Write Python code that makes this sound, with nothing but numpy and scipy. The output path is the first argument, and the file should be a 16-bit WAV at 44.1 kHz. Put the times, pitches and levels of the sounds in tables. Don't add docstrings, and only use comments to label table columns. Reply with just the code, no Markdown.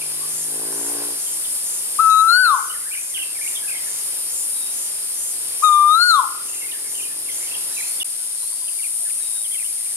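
import sys
import numpy as np
from scipy import signal
from scipy.fft import rfft, irfft, next_fast_len
from scipy.io import wavfile
from scipy.ndimage import uniform_filter1d, map_coordinates

SR = 44100
rng = np.random.default_rng(int(sys.argv[2]) if len(sys.argv) > 2 else 0)


def materialize(psi):
    bounded = np.clip(np.atleast_2d(psi).T, -1, 1)
    quanta = np.round(bounded * 32767).astype(np.int16)
    wavfile.write(sys.argv[1], SR, quanta)


N = 439236
TIME = np.arange(N) / SR
BREAK_START_S, BREAK_END_S = 8.032, 8.044

# pitch_hz, before_break_db, after_break_db
AIR_COLOUR = [(25, -110, -112), (40, -100, -107), (60.4, -92.5, -106), (122, -86, -99.5),
              (210, -85.5, -88.5), (317, -79.5, -87), (666, -79.5, -84), (970, -77, -82),
              (1580, -80.5, -85), (3080, -77, -79.5), (4280, -76.5, -76.5), (5050, -70, -72.5),
              (6360, -79, -77.5), (15500, -98.5, -94)]
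# pitch_hz, likeness (0 to 1)
AIR_LIKENESS = [(60, 0.82), (160, .997), (290, 1), (640, 0.96), (1400, 0.092), (3100, 0.5), (6800, 0.58)]
# time_s, firings_per_s, exhaust_db, boom_db
ENGINE = [(0, 50.1, -50, -55), (.4, 52.4, -50, -53.5), (.64, 54.7, -38, -52), (.8, 57, -37.5, -54.5),
          (.88, 57.7, -38, -68), (1, 58.7, -36, -57), (1.12, 58.8, -43, -61), (1.22, 55, -58, -69),
          (1.65, 63, -58.5, -63), (2, 61, -52, -69.5), (2.8, 51, -67, -85), (5.6, 40, -63.5, -70),
          (6.4, 38, -57.5, -74), (6.9, 43.3, -51.5, -68), (7.7, 47, -58.5, -68), (8.05, 46, -75, -100)]
# pitch_hz, level_db
EXHAUST_PIPE = [(55, -23.5), (90, -8), (102, -20), (120, -11.5), (220, -17), (260, 3.5), (295, 4),
                (350, 0.5), (410, 5), (470, 0.5), (530, -8.5), (590, -6), (680, -5.5), (850, -14)]
# pitch_hz, level_db
PUFF_COLOUR = [(150, -35), (400, -10.5), (750, -10), (1050, -5), (1250, -17.5), (1550, -9.5),
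               (2100, -18.5), (6000, -55)]
# time_s, near_db, chorus_db
CICADA_LEVELS = [(0, -35, -26), (1, -44, -25), (2, -52, -25), (3, -53, -25), (4.5, -26, -26),
                 (5.6, -49, -26), (7, -61, -25.5), (8, -35, -26), (8.1, -28, -28), (9.2, -24.5, -27.5),
                 (9.96, -28.5, -27)]
# time_s, strokes_per_s
DRUM_PACE = [(0, 109.65), (7.4, 109.6), (8.2, 109.45), (9.96, 109.42)]
# pitch_hz, level_db
NEAR_COLOUR = [(5000, -41), (7600, -30), (8100, -3), (8400, -13), (8900, 5.5), (9150, -3), (9350, 0),
               (9650, 2), (9950, -1), (10450, -7), (10700, -17), (12700, -38), (13020, -28), (13400, -39),
               (15800, -47)]
# pitch_hz, level_db
BUZZ_COLOUR = [(4500, -37), (7000, -10.5), (8100, -7), (8600, 0.5), (9300, 3.5), (10000, 1.5),
               (11000, -1.5), (11700, -4.5), (12500, -12.5), (13400, -20), (13900, -17), (15000, -20),
               (15800, -32)]
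# time_s, ring_hz, ring_db, lower_ring_db, top_ring_db
BODY_RINGS = [(0, 9600, -38, -48, -64), (.5, 9450, -47, -44, -62), (1, 9660, -49, -42, -61),
              (1.8, 9600, -35.5, -42, -66), (2.4, 9510, -36, -48, -65), (3.3, 9270, -38, -35, -66),
              (4.3, 8960, -40, -50, -40), (5, 9230, -38, -43, -66), (5.6, 9370, -36, -39, -66),
              (6.5, 9310, -37.5, -41, -64), (7.1, 9170, -34.5, -59, -63), (7.7, 9530, -40, -52, -65),
              (8, 9420, -33, -52, -66), (8.15, 9750, -38, -43, -54), (9, 9650, -39, -48, -57),
              (9.96, 9500, -55, -39, -56)]
# since_start_s, ring_hz, level_db, click_share (0 to 1)
ONE_THROB = [(-.04, 4950, -43, .1), (-.005, 5900, -39, .7), (.02, 6750, -34.5, .9), (.06, 7220, -32, .9),
             (.11, 7250, -32.5, .9), (.14, 6850, -33, .5), (.16, 5800, -44, .2), (.19, 4900, -50, .1),
             (.3, 4900, -44, .1)]
# start_s, length_s, start_hz, end_hz, level_db
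CHATTER_NOTES = [(.01, 0.023, 2750, 2115, -40), (.2, 0.066, 1120, 1140, -51),
                 (1.26, 0.028, 3460, 2790, -46), (1.44, 0.023, 3534, 2930, -43),
                 (2.445, .02, 2750, 2200, -39), (2.695, 0.026, 3080, 2940, -37),
                 (2.735, 0.036, 1950, 1690, -44), (2.85, 0.045, 1620, 1810, -44.5),
                 (2.91, 0.024, 2330, 2450, -37), (2.93, 0.024, 2950, 2730, -37.5),
                 (2.935, 0.023, 2596, 1930, -37.5), (2.965, 0.032, 2360, 2624, -38),
                 (3.14, 0.041, 3500, 2575, -32.5), (3.172, 0.016, 2480, 1960, -41.5),
                 (3.185, 0.027, 3190, 2530, -33), (3.215, 0.025, 3024, 2535, -32),
                 (3.345, .04, 2450, 2180, -46), (3.385, 0.019, 1930, 1560, -45.5),
                 (3.41, 0.025, 2270, 2330, -37.5), (3.437, 0.022, 2430, 1940, -40),
                 (3.46, 0.025, 2350, 2755, -35.5), (3.55, 0.033, 3610, 3160, -36),
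                 (3.62, .04, 1746, 1590, -48), (3.675, 0.032, 2420, 2545, -39),
                 (3.705, 0.033, 2430, 2090, -40), (3.74, 0.035, 2160, 2130, -40),
                 (3.75, 0.041, 3190, 3260, -46.5), (3.86, 0.03, 1750, 1656, -48),
                 (6.48, 0.026, 2830, 2640, -44.5), (6.52, 0.078, 2670, 2720, -45.5),
                 (6.6, 0.051, 2900, 2740, -46), (6.61, 0.058, 2130, 2160, -41),
                 (6.68, 0.029, 2460, 2344, -45), (6.712, 0.017, 4080, 2470, -36.5),
                 (6.725, 0.038, 1970, 1660, -46.5), (6.84, 0.059, 2270, 2220, -49),
                 (6.945, 0.023, 3190, 2770, -41), (6.975, .04, 2960, 2580, -41),
                 (7.02, 0.027, 3080, 2660, -40), (7.045, 0.031, 2630, 2360, -45),
                 (7.283, 0.022, 2395, 1900, -40), (7.29, 0.044, 3330, 3190, -45),
                 (7.41, 0.064, 2230, 2270, -48.5), (7.47, 0.025, 3110, 2576, -46),
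                 (7.51, 0.018, 2642, 2920, -38.5), (7.537, 0.021, 3360, 2720, -36.5),
                 (7.765, 0.03, 2540, 2300, -38), (7.795, 0.018, 2444, 1950, -38.5),
                 (7.82, 0.025, 2310, 2590, -39.5), (7.998, 0.036, 3454, 2750, -31),
                 (8.195, 0.05, 1490, 1460, -59), (8.425, 0.022, 1040, 887, -57),
                 (8.52, 0.027, 1130, 890, -56.5), (8.615, 0.029, 1080, 930, -56),
                 (8.678, 0.017, 3140, 2600, -41.5), (8.787, 0.022, 2520, 2010, -45),
                 (8.825, 0.033, 2830, 2380, -41), (8.857, 0.017, 2530, 1960, -47),
                 (8.99, 0.064, 695, 664, -59), (9.05, 0.058, 1660, 1980, -55),
                 (9.095, 0.019, 2940, 2000, -47), (9.19, 0.034, 1730, 1800, -57),
                 (9.44, .03, 3400, 2950, -43), (9.51, 0.058, 3360, 3010, -43),
                 (9.54, 0.027, 2530, 1935, -45.5), (9.575, 0.041, 2670, 2360, -44),
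                 (9.612, 0.023, 2740, 1850, -46), (9.64, 0.035, 2690, 3320, -46),
                 (9.855, 0.018, 2910, 2140, -49)]
# start_s, end_s, level_db
SOFT_BOUTS = [(2.55, 3.9, -52), (6.5, 7.9, -53), (9.0, 9.9, -57)]
# start_s, length_s, start_hz, end_hz, level_db, arch_hz
WHISTLE_NOTES = [(4.53, 0.19, 3820, 3770, -41.5, 2), (7.69, 0.31, 3735, 4490, -43, 0),
                 (8.32, 0.6, 3880, 3860, -47, 999.5), (9.2, 0.084, 3880, 3780, -42, 2),
                 (9.3, 0.13, 3830, 3710, -46, 4)]
# start_s, top_after_s, turn_down_s, length_s, held_hz, top_hz, overshoot_hz,
# rasp_depth (0 to 1), right_lag_at_top_rad
KOEL_CALLS = [(1.985, .435, .025, 0.5654, 1286, 1505, 114, 0.13, 0.59),
              (5.62, 0.4492, .04, 0.582, 1190, 1455, 176.8, 0.04, 1.47)]
# time_s, level_db
KOEL_LEVELS = [
    [(1.995, -14), (2.001, -14.5), (2.017, -20), (2.083, -14), (2.229, -13), (2.253, -16.5), (2.289, -13.5),
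     (2.545, -16)],
    [(5.635, -20.5), (5.637, -14.5), (5.917, -12.5), (6.067, -18.5), (6.151, -13.5), (6.167, -17.5),
     (6.2, -13.5)],
]
# time_s, level_db
KOEL_THIRD = [
    [(1.99, -55), (2.09, -53), (2.104, -35.5), (2.216, -32), (2.224, -42), (2.272, -46), (2.282, -33),
     (2.304, -22), (2.318, -31), (2.33, -21.5), (2.432, -31), (2.452, -21), (2.54, -22)],
    [(5.625, -64), (5.647, -32), (5.693, -33), (5.703, -59), (5.727, -30.5), (5.863, -42), (5.875, -34),
     (5.953, -18), (5.969, -30), (6.031, -17.5), (6.067, -27), (6.1, -17.5), (6.2, -25)],
]
# share_gone_by (0 to 1), level_db
KOEL_CARRY = [(0, -13), (.55, -13), (.68, -3), (.77, 3.5), (.85, 2), (1, 3)]
# pitch_hz, fade_s
TREE_FADE = [(300, 0.28), (1050, 0.38), (1500, 0.84), (1900, 0.91), (2700, 0.33), (4000, 0.25),
             (5000, 0.079), (12000, 0.8)]


def gain_of(db):
    return 10 ** (np.asarray(db) / 20)


def evened(x):
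    return x / np.sqrt(np.mean(x ** 2) + 1e-20)


def at_pitch(points, hz):
    table_hz, value = np.transpose(points)
    return np.interp(np.log(hz + 1), np.log(table_hz + 1), value)


def curves(rows, t):
    times, *columns = np.transpose(rows)
    return [np.interp(t, times, column) for column in columns]


def add(mix, start_s, sound):
    part = mix[round(start_s * SR):][:len(sound)]
    part += sound[:len(part)]


def coloured(x, points):
    size = next_fast_len(N)
    gains = gain_of(at_pitch(points, np.fft.rfftfreq(size, 1 / SR)))
    return irfft(rfft(x, size) * gains, size)[..., :N]


def wander(rate, t):
    return map_coordinates(rng.standard_normal(8192), [t * rate], order=1, mode="wrap")


def placed(x, left_db):
    return np.array([np.roll(x, 5) * gain_of(left_db / 2), x * gain_of(-left_db / 2)])


def trees(x, gap_s=.0042):
    echoes = np.zeros((2, SR))
    slots = np.arange(0, SR - 20, 20)
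    arrivals = slots + rng.integers(0, 20, (2, len(slots)))
    np.put_along_axis(echoes, arrivals, rng.choice([-1., 1.], arrivals.shape), 1)
    hz, t, bands = signal.stft(echoes * (np.arange(SR) > gap_s * SR), SR, nperseg=256)
    fade_s = at_pitch(TREE_FADE, hz)[:, None]
    tail = signal.istft(bands * gain_of(-60 * t / fade_s) / np.sqrt(fade_s), SR, nperseg=256)[1]
    return signal.oaconvolve(x[None], tail / np.linalg.norm(tail[0]), axes=1)[:, :N]


def air():
    shared, separate = rng.standard_normal((2, N)) * np.sqrt(SR / 2)
    likeness = [(hz, np.clip(share, .01, .999)) for hz, share in AIR_LIKENESS]
    right = coloured(shared, [(hz, 20 * np.log10(share)) for hz, share in likeness])
    right += coloured(separate, [(hz, 10 * np.log10(1 - share ** 2)) for hz, share in likeness])
    pair = np.array([placed(shared, left_db=-1.5)[0], right])
    table = np.array(AIR_COLOUR)
    before, after = coloured(pair, table[:, :2]), coloured(pair, table[:, ::2])
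    return np.where(TIME < BREAK_START_S, before, after) * gain_of(.9 * wander(4, TIME))


def motorbike(rasp_db=-5, boom_harmonic=3):
    hz, exhaust_db, boom_db = curves(ENGINE, TIME)
    firings = np.cumsum(hz * (1 + .003 * wander(25, TIME))) / SR
    hum = np.zeros(N)
    for k in range(1, 16):
        phase = 2 * np.pi * (k * firings + .26 * rng.random())
        hum += gain_of(at_pitch(EXHAUST_PIPE, k * hz)) * np.cos(phase)
    puffs = (.3 + np.exp(-(firings % 1) / .3)) * rng.standard_normal(N)
    rasp = evened(coloured(puffs, PUFF_COLOUR))
    exhaust = gain_of(exhaust_db) * (evened(hum) + gain_of(rasp_db) * rasp)
    blurred = gain_of(-.5) * exhaust + gain_of(-11) * trees(exhaust)[0]
    boom = np.sqrt(2) * gain_of(boom_db) * np.sin(2 * np.pi * boom_harmonic * firings)
    return placed(blurred, left_db=3) + boom


def drum_clicks(hz, drift, ribs, rib_gap_s, uneven_db):
    turns = np.cumsum(hz * (1 + drift * wander(3, TIME))) / SR
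    strokes = np.flatnonzero(np.diff(np.floor(turns)))
    clicks = np.zeros(N)
    for rib in range(ribs):
        strength = gain_of(-2.5 * rib + uneven_db * rng.standard_normal(4096))[:len(strokes)]
        clicks[np.minimum(strokes + round(rib * rib_gap_s * SR), N - 1)] += strength
    return clicks


def buzzing_cicadas():
    near_db, chorus_db = curves(CICADA_LEVELS, TIME)
    pace_hz, = curves(DRUM_PACE, TIME)
    clicks = drum_clicks(pace_hz, drift=.0011, ribs=4, rib_gap_s=.001445, uneven_db=1.4)
    near = evened(coloured(clicks, NEAR_COLOUR))
    near = evened(placed(near, left_db=24.5) + gain_of(8) * trees(near))
    others = sum(drum_clicks(hz, drift=.003, ribs=4, rib_gap_s=.0011, uneven_db=5.1)
                 for hz in (105.3, 111.4, 116.9))
    blur = evened(trees(others)) + gain_of(8.5) * rng.standard_normal((2, N))
    chorus = evened(coloured(blur, BUZZ_COLOUR)) * gain_of([[1], [-1.4]])
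    swell_db = .91 * wander(13, TIME)
    return gain_of(near_db) * near + gain_of(chorus_db + swell_db) * chorus


def resonate(x, hz, width_hz):
    turn = np.exp(2j * np.pi * np.cumsum(hz * np.ones(N)) / SR)
    decay = np.exp(-2 * np.pi * width_hz / SR)
    ringing = signal.lfilter([(1 - decay) ** 2], [1, -2 * decay, decay ** 2], x / turn)
    return evened((turn * ringing).real)


def shrill_cicada(lower_hz=8600, top_hz=13030, waver_db=2, waver_hz=30):
    ring_hz, ring_db, lower_db, top_db = curves(BODY_RINGS, TIME)
    pace_hz, = curves(DRUM_PACE, TIME)
    clicks = drum_clicks(pace_hz, drift=.0005, ribs=1, rib_gap_s=0, uneven_db=1.4)
    ring_db += waver_db * wander(9.2, TIME)
    ring_hz += waver_hz * wander(5, TIME)
    lower_db += waver_db * wander(6.74, TIME)
    song = gain_of(ring_db) * resonate(clicks, ring_hz, width_hz=100)
    song += gain_of(lower_db) * resonate(clicks, lower_hz, width_hz=100)
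    song += gain_of(top_db) * resonate(clicks, top_hz, width_hz=70)
    buzz = gain_of(-32) * evened(coloured(trees(clicks), BUZZ_COLOUR)) * (TIME < BREAK_START_S)
    return song * gain_of([[1], [-3]]) + gain_of(-10) * trees(song) + buzz


def throbbing_cicada(first_s=.295, period_s=.4497, quicken_s=.00144, low_tone_hz=1803):
    starts = first_s + np.cumsum(np.r_[0, period_s - quicken_s * np.arange(17)])
    latest = np.clip(np.searchsorted(starts + ONE_THROB[0][0], TIME) - 1, 0, len(starts) - 1)
    hz, level_db, click_share = curves(ONE_THROB, TIME - starts[latest])
    clicks = evened(drum_clicks(200.4, drift=.004, ribs=2, rib_gap_s=.002495, uneven_db=3.5))
    drive = np.sqrt(click_share) * clicks + np.sqrt(1 - click_share) * rng.standard_normal(N)
    rings = resonate(drive, hz, width_hz=380) + gain_of(-4) * resonate(drive, hz - 620, width_hz=420)
    low_tone = click_share * gain_of(-23) * np.sin(2 * np.pi * low_tone_hz * TIME)
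    song = gain_of(level_db) * (rings + low_tone)
    return (gain_of(-4.5) * placed(song, left_db=0) + gain_of(-7) * trees(song)) * (TIME < BREAK_START_S)


def sliding_notes(rows, bend, waver, fade):
    notes = np.zeros(N)
    for start_s, length_s, start_hz, end_hz, db, arch_hz in rows:
        progress = np.linspace(0, 1, max(round(length_s * SR), 64))
        arch = arch_hz * np.sin(np.pi * progress ** np.sqrt(2))
        hz = start_hz + (end_hz - start_hz) * progress ** bend + arch
        hz *= 1 + waver * wander(258, progress * length_s)
        loudness = np.sqrt(2) * gain_of(db) * signal.windows.tukey(len(progress), fade)
        add(notes, start_s, loudness * np.sin(2 * np.pi * np.cumsum(hz) / SR))
    return notes


def soft_notes(count=9, length_s=.0455, low_hz=1500, high_hz=3000):
    for begin_s, end_s, db in SOFT_BOUTS:
        for k, (when, pitch, slope) in enumerate(rng.random((count, 3))):
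            start_s = begin_s + (end_s - begin_s) * (k + when) / count
            hz = low_hz * (high_hz / low_hz) ** pitch
            slide = .202 * (slope - .5)
            yield start_s, length_s, hz * (1 - slide), hz * (1 + slide), db


def small_birds():
    rows = [(*note, 0) for note in [*CHATTER_NOTES, *soft_notes()]]
    chatter = sliding_notes(rows, bend=1.055, waver=.05, fade=.31)
    whistles = sliding_notes(WHISTLE_NOTES, bend=.83, waver=.017, fade=.35)
    birds = gain_of(4) * placed(chatter, left_db=-5.5) + gain_of(-6.5) * whistles
    for part, echo_db in (TIME < BREAK_START_S, .2), (TIME > BREAK_END_S, -7):
        birds += part * trees(part * (gain_of(echo_db) * chatter + gain_of(-2.5) * whistles))
    return birds


def koel_pitch(t, top_s, turn_s, held_hz, top_hz, overshoot_hz, scoop_hz=353, fall_hz_per_s=4400):
    past_top = t - top_s
    rise = held_hz + (top_hz - held_hz) * np.exp(-abs(past_top / .12) ** 2.3)
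    fall = top_hz - fall_hz_per_s * (np.hypot(past_top, turn_s) - turn_s)
    opening = overshoot_hz * np.exp(-t / .041) - scoop_hz * np.exp(-t / .0105)
    return (np.where(past_top < 0, rise, fall) + opening) * (1 + .0047 * wander(181.9, t))


def koel_overtones(t, phase, db, third_db, near_top, falling):
    second_db = db - 34 - 1.5 * near_top + 3 * wander(37.8, t)
    midway_db = (db + third_db) / 2
    levels_db = second_db, third_db, midway_db - 31, midway_db - 23.5
    frayed = phase + .5 * falling * wander(400, t)
    overtones = sum(gain_of(level) * np.sin(k * frayed) for k, level in enumerate(levels_db, 2))
    flutter_db = 3 * np.clip(near_top * wander(106.7, t) + wander(27.8, t), -2, 1)
    return overtones * gain_of(flutter_db)


def koel(attack_s=.015, release_s=.008, trail_s=.053, rasp_hz=303.3, right_db=-11, held_lag_rad=.22):
    whistle = np.zeros((2, N))
    overtones, whistle_to_trees, overtones_to_trees = np.zeros((3, N))
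    for call, levels, third in zip(KOEL_CALLS, KOEL_LEVELS, KOEL_THIRD):
        start_s, top_s, turn_s, length_s, held_hz, top_hz, overshoot_hz, rasp_depth, top_lag_rad = call
        t = np.arange(0, length_s + trail_s, 1 / SR)
        db, = curves(levels, start_s + t)
        third_db, = curves(third, start_s + t)
        carry_db, = curves(KOEL_CARRY, t / t[-1])
        hz = koel_pitch(t, top_s, turn_s, held_hz, top_hz, overshoot_hz)
        phase = 2 * np.pi * np.cumsum(hz) / SR
        past_top, past_end = t - top_s, np.maximum(t - length_s, 0)
        near_top = np.exp(-(past_top / .097) ** 2)
        falling = np.clip(past_top / (length_s - top_s), 0, 1)

        ending_db = -14 * np.minimum(past_end / release_s, 1) - 11 * past_end / trail_s
        edges = np.minimum(t / attack_s, 1) * signal.windows.tukey(len(t), .012)
        rasp = rasp_depth * np.exp(-((past_top - .064) / .031) ** 2)
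        rasp *= np.sin(2 * np.pi * rasp_hz * t + wander(120, t))
        roughness = .08 * falling * wander(900, t)
        loudness = np.sqrt(2) * gain_of(4 + ending_db) * edges * (1 + rasp + roughness)

        lag_rad = held_lag_rad + (top_lag_rad - held_lag_rad) * near_top
        pair = np.array([np.ones(len(t)), gain_of(right_db) * np.exp(-1j * lag_rad)])
        for channel, share in zip(whistle, pair / abs(pair.mean(0))):
            add(channel, start_s, loudness * gain_of(db) * (share * np.exp(1j * phase)).imag)
        add(whistle_to_trees, start_s, loudness * gain_of(db + carry_db) * np.sin(phase))

        upper = loudness * koel_overtones(t, phase, db, third_db, near_top, falling)
        add(overtones, start_s, upper * gain_of(-28 * falling ** 2))
        add(overtones_to_trees, start_s, upper * gain_of(carry_db - 24 * falling))
    echo = gain_of(-6) * trees(overtones_to_trees, gap_s=.016)
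    echo += gain_of([[-7.3], [-12.8]]) * trees(whistle_to_trees, gap_s=.028)
    return whistle + gain_of(.5) * placed(overtones, left_db=7) + echo


def gain_control(x, threshold_db=-12.5, squeeze=.8, recovery_db_per_s=3, attack_s=.015):
    memory = np.exp(-1 / (attack_s * SR))
    power_db = 10 * np.log10(signal.lfilter([1 - memory], [1, -memory], (x ** 2).mean(0)) + 1e-12)
    recovered_db = TIME * recovery_db_per_s
    peak_db = np.maximum.accumulate(power_db + recovered_db) - recovered_db
    over_db = np.maximum(peak_db - threshold_db, 0)
    return x / gain_of(squeeze * uniform_filter1d(over_db, 200))


def scene():
    birds = koel() + small_birds()
    cicadas = buzzing_cicadas() + shrill_cicada() + throbbing_cicada()
    return birds + cicadas + motorbike() + air()


def record(dry):
    sounding = uniform_filter1d(1. * ((TIME < BREAK_START_S) | (TIME > BREAK_END_S)), 64)
    treble_cut = signal.firwin(511, 15850, window=("kaiser", 9), fs=SR)
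    return signal.oaconvolve(gain_control(dry) * sounding, treble_cut[None], "same")


dry = scene()
out = record(dry)
materialize(out)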